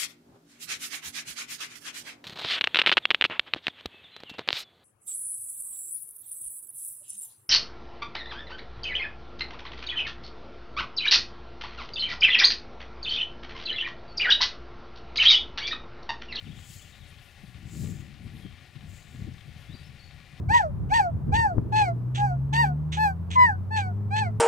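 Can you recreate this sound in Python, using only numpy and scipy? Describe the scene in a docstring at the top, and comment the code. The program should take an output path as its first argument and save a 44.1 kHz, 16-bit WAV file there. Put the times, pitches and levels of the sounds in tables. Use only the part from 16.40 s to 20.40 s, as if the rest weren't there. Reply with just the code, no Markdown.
"""A fly line hisses through the rod rings as an angler false-casts, mostly from the left.
Each pull rubs the line's rough coat over the rings; between pulls it swishes thinly through the air.
Wind buffets the microphone. Behind it all the river murmurs, plants tick on the wooded bank
and small birds twitter and whistle, blurred by the echo of the trees."""
import sys
import numpy as np
from scipy import signal
from scipy.fft import rfft, irfft
from scipy.io import wavfile
from scipy.ndimage import uniform_filter1d, map_coordinates

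SR = 44100
rng = np.random.default_rng(int(sys.argv[2]) if len(sys.argv) > 2 else 0)


def int16_out(signal):
    """Quantize to a 16-bit WAV file."""
    q = np.round(np.clip(np.atleast_2d(signal).T, -1, 1) * 32767)
    wavfile.write(sys.argv[1], SR, q.astype(np.int16))


N = 176400

# Leftward lean of all but the line. Each row: frequency in Hz, left minus right in dB.
BANK_LEFT = [(1000, 9.64)]


def line_pulls():
    """The line rubs the rings: a ringing hiss that follows its speed, brightest when it snaps taut."""
    # Pulls of line. Each row: time of top speed, rise and fall in seconds, level in dB.
    pulls = [(.305, .135, .195, -55.2), (1.39, .1, .195, -53.2), (2.575, .09, .052, -59.7),
             (2.745, .11, .1, -65.3)]
    # Bright scrapes of taut line. Each row: peak time, rise and fall in seconds, level in dB.
    scrapes = [(.337, 0.058, 0.03, -54), (1.42, 0.088, 0.069, -58), (2.492, .012, 0.029, -65),
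               (2.585, 0.025, .02, -89)]
    # Faint, constant sliding. Each row: time in seconds, level in dB.
    slide = [(0, -71), (.65, -69), (1.8, -74), (3.45, -70.5), (3.7, -73)]
    # Tone of the rings and of the scrape. Each row: frequency in Hz, relative level in dB.
    ring_tone = [(3000, -28), (4300, -13), (5100, -5.5), (5700, -11), (6400, -5), (7000, .5), (7900, 0),
                 (8900, -14.5), (9900, -9.5), (11800, -17), (15500, -13)]
    scrape_tone = [(2500, -25), (4000, 2), (8000, 1.5), (11000, -1), (15500, -6)]
    speed = sum(undb(db) * swell(at, rise, fall, 2.5, 2.1) for at, rise, fall, db in pulls)
    taut = sum(undb(db) * swell(at, rise, fall) for at, rise, fall, db in scrapes)
    sag, sag_s = .04, .08  # the ring sinks by this share when the line slows within this time
    slowing = np.clip(-np.gradient(np.log(speed + 1e-12)) * SR * sag_s, 0, 1)
    position = np.cumsum(1 - sag * slowing)
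    ring = map_coordinates(colour(friction(), ring_tone), [position], order=5, mode="mirror")
    scrape = np.hypot(taut, undb(curve(slide))) * colour(friction(), scrape_tone)
    return speed * ring + scrape


def friction():
    """The line's rough coat: dense grit over a smoother hiss, wavering in level."""
    return (grains(per_s=9000, spread_db=2.8) + undb(-3) * noise()) * undb(1.05 * wander(per_s=90))


def line_swishes():
    """Air sheds eddies off the line and rod: a band of hiss that glides with their speed."""
    # Each row: peak time and half length in seconds, level in dB, centre in Hz, glide in octaves a second.
    swishes = [(0.693, .025, -65, 8970, 11), (.85, .055, -70, 11000, 0), (1.075, .06, -72, 9930, -2),
               (1.852, .035, -71.5, 9900, 2), (1.99, .07, -68, 10500, -0.5), (3.22, .05, -73, 10940, -2),
               (3.36, .025, -60, 1150, 8), (3.42, .05, -75, 9500, -1)]
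    air = 0
    for at, half, db, hz, glide in swishes:
        centre = hz * 2 ** (glide * np.clip(times() - at, -2 * half, 2 * half))
        air += undb(db) * swell(at, half, half) * band(centre, width_hz=.36 * hz)
    return air


def wind():
    """Fluttering rumble on the microphone; strong gusts and single buffets carry smaller, higher eddies."""
    # Wind strength, then single buffets. Each row: time in seconds, level in dB.
    strength = [(0, -53.5), (.09, -40.5), (.2, -49.5), (.5, -52.5), (.98, -55), (1.18, -47.5), (1.33, -43),
                (1.425, -33), (1.6, -41.5), (1.75, -46.5), (1.86, -42), (2.02, -45), (2.28, -55),
                (2.5, -46), (2.62, -55), (2.82, -37.5), (3.02, -52), (3.3, -48.5), (3.45, -49.5), (4, -53)]
    buffets = [(0.077, -40), (0.366, -44), (0.729, -51.5), (1.042, -42), (1.241, -46), (1.367, -38),
               (1.501, -39), (1.868, -40.5), (2.059, -35), (2.364, -39), (2.438, -42.5), (2.749, -39.5),
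               (2.824, -36), (2.883, -34), (3.087, -42), (3.162, -47), (3.301, -40.5), (3.349, -39.5),
               (3.937, -45.5)]
    # Tone of the large and the small eddies. Each row: frequency in Hz, relative level in dB.
    large_tone = [(35, -4), (80, 8.5), (140, 2.5), (200, -14.5), (300, -20.5), (450, -34), (700, -36),
                  (1500, -67)]
    small_tone = [(30, -36), (80, 0), (150, 3.5), (250, -9.5), (400, -21), (600, -31.5), (1500, -62.5)]
    wind_db = curve(strength)
    knee_db = -44.5  # above this the small eddies take over
    small_share = 1 / (1 + undb(2 * (knee_db - wind_db)))
    puffs = sum(undb(db) * swell(at, .011, .011) for at, db in buffets)
    flutter_db = 2.6 * (1 - small_share / 2) * np.clip(wander(per_s=38), -2, 2)
    gust = undb(wind_db + flutter_db)
    large = gust * np.sqrt(1 - small_share)
    small = np.sqrt(gust ** 2 * small_share + puffs ** 2)
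    common, left, right = (large * eddies(large_tone) + small * eddies(small_tone) for _ in range(3))
    return leftward(common, BANK_LEFT) + undb(-10.5) * np.array([left, right])


def eddies(tone, steadiness=.91):
    """Turbulent pressure that flutters in short puffs of bounded strength."""
    pressure = colour(noise(), tone)
    power = uniform_filter1d(pressure ** 2, int(.0365 * SR))
    return unit(pressure / (power + 1e-6) ** (steadiness / 2))


def river():
    """A steady wash of water and leaves with small ripples and a few soft laps in it."""
    # Tone of the wash and of the ripples. Each row: frequency in Hz, relative level in dB.
    wash_tone = [(20, 13), (80, 3.5), (200, 0.5), (400, -3), (760, 1.5), (1100, -6.5), (1450, 0.5),
                 (1900, 2), (2500, 0.5), (4300, -6.5), (5500, -12.5), (7000, -18.5), (10000, -22.5),
                 (15500, -38.5)]
    ripple_tone = [(600, -25), (1200, 1.5), (2200, -2.5), (4000, -3.5), (7000, -34), (15000, -42)]
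    # Swell of the wash, then single laps. Each row: time in seconds, level in dB.
    wash_level = [(0, -56), (2.6, -56.5), (3.0, -54.5), (4, -55.5)]
    laps = [(.788, -54), (1.749, -57.5), (2.358, -54.5)]
    wash = colour(noise(), wash_tone) * undb(.9 * wander(per_s=30))
    splash = noise() * np.exp(-times() / .0029)
    splashes = signal.fftconvolve(grains(per_s=220, spread_db=4), splash)[:N]
    ripples = undb(-65) * colour(splashes, ripple_tone)
    lapping = sum(undb(db) * swell(at, .0065, .013) for at, db in laps) * colour(noise(), ripple_tone)
    return wash * undb(curve(wash_level)) + ripples + lapping


def plant_ticks():
    """Small dry ticks in the plants on the bank, each with its own pitch."""
    # Each row: time in seconds, centre in Hz, level in dB.
    ticks = [(1.668, 2600, -55), (1.741, 4100, -58), (2.938, 4800, -58), (3.01, 2700, -49.5)]
    return sum(undb(db) * swell(at, .002, .004) * band(hz, hz / 2) for at, hz, db in ticks)


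def whistling_birds():
    """Birds whistle slow glides, each arcing through three pitches."""
    # Each row: start and length in seconds, first, middle and last pitch in Hz, level in dB.
    whistles = [(2.004, 0.097, 3300, 3210, 3160, -61.5), (3.25, 0.059, 3200, 3350, 3600, -67),
                (3.302, 0.054, 3470, 3840, 4160, -56), (3.337, 0.04, 4900, 4620, 4800, -58),
                (3.435, 0.056, 5070, 5380, 5240, -67.5), (3.591, 0.032, 4770, 4290, 4410, -58),
                (3.614, 0.046, 4580, 4525, 4530, -61), (3.631, 0.067, 6870, 6850, 6830, -76.5),
                (3.761, 0.21, 2290, 2410, 2445, -66.5)]
    song = 0
    for start, length, first, middle, last, db in whistles:
        progress = np.clip((times() - start) / length, 0, 1)
        arc = np.polyfit([0, .5, 1], [first, middle, last], 2)
        song += bird_note(start, length, np.polyval(arc, progress), db)
    return tree_echo(song, echo_db=-1.5)


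def twittering_bird():
    """A bird twitters among the trees: steep falling chirps, rising scoops and a blurred, sinking run."""
    # Each row: start and length in seconds, starting pitch in Hz, level in dB.
    chirps = [(.044, .044, 4000, -57.5), (.161, .03, 4150, -59), (.298, .02, 3550, -56),
              (.39, .02, 3350, -57), (1.055, .028, 4700, -63.5), (1.157, .02, 3050, -62),
              (1.356, .025, 4800, -61.5)]
    # Each row: start in seconds, target pitch in Hz, level in dB.
    scoops = [(.066, 3720, -61), (.104, 3420, -57), (.221, 3420, -58), (.362, 4500, -63), (.407, 3500, -58)]
    # First and last note of the run. Each row: start in seconds, starting pitch in Hz, level in dB.
    run_ends = [(.515, 4200, -62), (.795, 3150, -63)]
    note_s, scoop_hz, settle_s = .03, 750, .009
    age = lambda at: np.maximum(times() - at, 0)
    dive = lambda at, octaves_per_s: 2 ** (-octaves_per_s * age(at))
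    scoop = lambda at: scoop_hz * np.exp(-age(at) / settle_s)
    falls = sum(bird_note(at, length, hz * dive(at, 21), db) for at, length, hz, db in chirps)
    run_notes = np.linspace(*run_ends, num=4)
    run = sum(bird_note(at, note_s, hz * dive(at, 10.5), db) for at, hz, db in run_notes)
    rises = sum(bird_note(at, note_s, hz - scoop(at), db) for at, hz, db in scoops)
    return tree_echo(falls + rises, echo_db=-1) + tree_echo(run, echo_db=4)


def bird_note(start, length, hz, db):
    """One pure note on a pitch curve, warbling a little."""
    progress = np.clip((times() - start) / length, 0, 1)
    envelope = 2 * np.sqrt(2 * progress * (1 - progress))
    pitch = hz * (1 + .012 * wander(per_s=250))
    return undb(db) * envelope * np.sin(2 * np.pi * np.cumsum(pitch) / SR)


def tree_echo(song, echo_db, t60_s=.8):
    """The trees scatter a song and give it a diffuse tail."""
    tail = noise() * np.exp(-np.log(1000) * times() / t60_s)
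    return song + undb(echo_db) * signal.fftconvolve(song, tail / np.linalg.norm(tail))[:N]


def undb(db):
    """Decibels to gain."""
    return 10 ** (np.asarray(db) / 20)


def unit(x):
    """Scale to rms 1."""
    return x / np.sqrt(np.mean(x ** 2) + 1e-20)


def times():
    """Time of each sample in seconds."""
    return np.arange(N) / SR


def curve(rows):
    """Join (seconds, value) rows by straight lines."""
    return np.interp(times(), *np.array(rows, float).T)


def swell(at, rise, fall, rise_shape=2, fall_shape=2):
    """A bell-shaped envelope that peaks at a given time."""
    offset = times() - at
    return np.exp(-np.where(offset < 0, np.abs(offset / rise) ** rise_shape,
                            np.abs(offset / fall) ** fall_shape))


def noise():
    """White noise."""
    return rng.standard_normal(N)


def wander(per_s):
    """Smooth random drift at rms 1."""
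    hold = max(int(SR / per_s), 1)
    steps = noise()[np.arange(N) // hold]
    return unit(uniform_filter1d(uniform_filter1d(steps, hold), hold))


def grains(per_s, spread_db):
    """Random tiny impacts of uneven size."""
    hits = (rng.random(N) < per_s / SR) * np.sign(noise())
    return unit(hits * undb(spread_db * np.minimum(rng.exponential(size=N), 5)))


def band(centre, width_hz):
    """Noise in a band around a steady or moving centre, at rms 1."""
    slow = signal.sosfilt(signal.butter(2, width_hz / 2, fs=SR, output="sos"), noise())
    return unit(slow * np.cos(2 * np.pi * np.cumsum(centre * np.ones(N)) / SR))


def colour(x, tone):
    """Equalise by (Hz, dB) points, rolling off below the first, at rms 1."""
    hz, db = np.array(tone, float).T
    f = np.maximum(np.fft.rfftfreq(N, 1 / SR), 1)
    gain = undb(np.interp(np.log(f), np.log(hz), db)) * np.minimum(f / hz[0], 1)
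    return unit(irfft(rfft(x) * gain, N))


def leftward(x, balance):
    """Pan a mono signal by (Hz, left minus right in dB) points."""
    ratio = undb(np.interp(np.fft.rfftfreq(N, 1 / SR), *np.array(balance, float).T))
    return irfft(rfft(x) * 2 * np.array([ratio, np.ones_like(ratio)]) / (1 + ratio), N)


def scene():
    """Line, river and birds lean left, with wind on the microphone."""
    # Leftward lean of the line. Each row: frequency in Hz, left minus right in dB.
    line_left = [(8000, 8.5), (10000, 8), (13000, 5)]
    bank = river() + plant_ticks() + twittering_bird() + whistling_birds()
    line = line_pulls() + line_swishes()
    return leftward(line, line_left) + leftward(bank, BANK_LEFT) + wind()


def record(dry):
    """The microphone notches the mids, adds faint hiss and cuts the top."""
    # Each row: centre and width in Hz, depth in dB.
    notches = [(490, 37, 5.5), (650, 29.5, 7.5), (921, 62, 7.5), (1277, 100, 6.5), (1564, 60, 10.5)]
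    hiss_db, top_hz = -82.5, 15700
    f = np.fft.rfftfreq(N, 1 / SR)
    cut_db = sum(db * np.exp(-((f - hz) / width) ** 2) for hz, width, db in notches)
    heard = irfft(rfft(dry) * undb(-cut_db), N) + undb(hiss_db) * np.array([noise(), noise()])
    return signal.sosfilt(signal.ellip(10, .2, 70, top_hz, fs=SR, output="sos"), heard)


dry = scene()
out = record(dry)
int16_out(out)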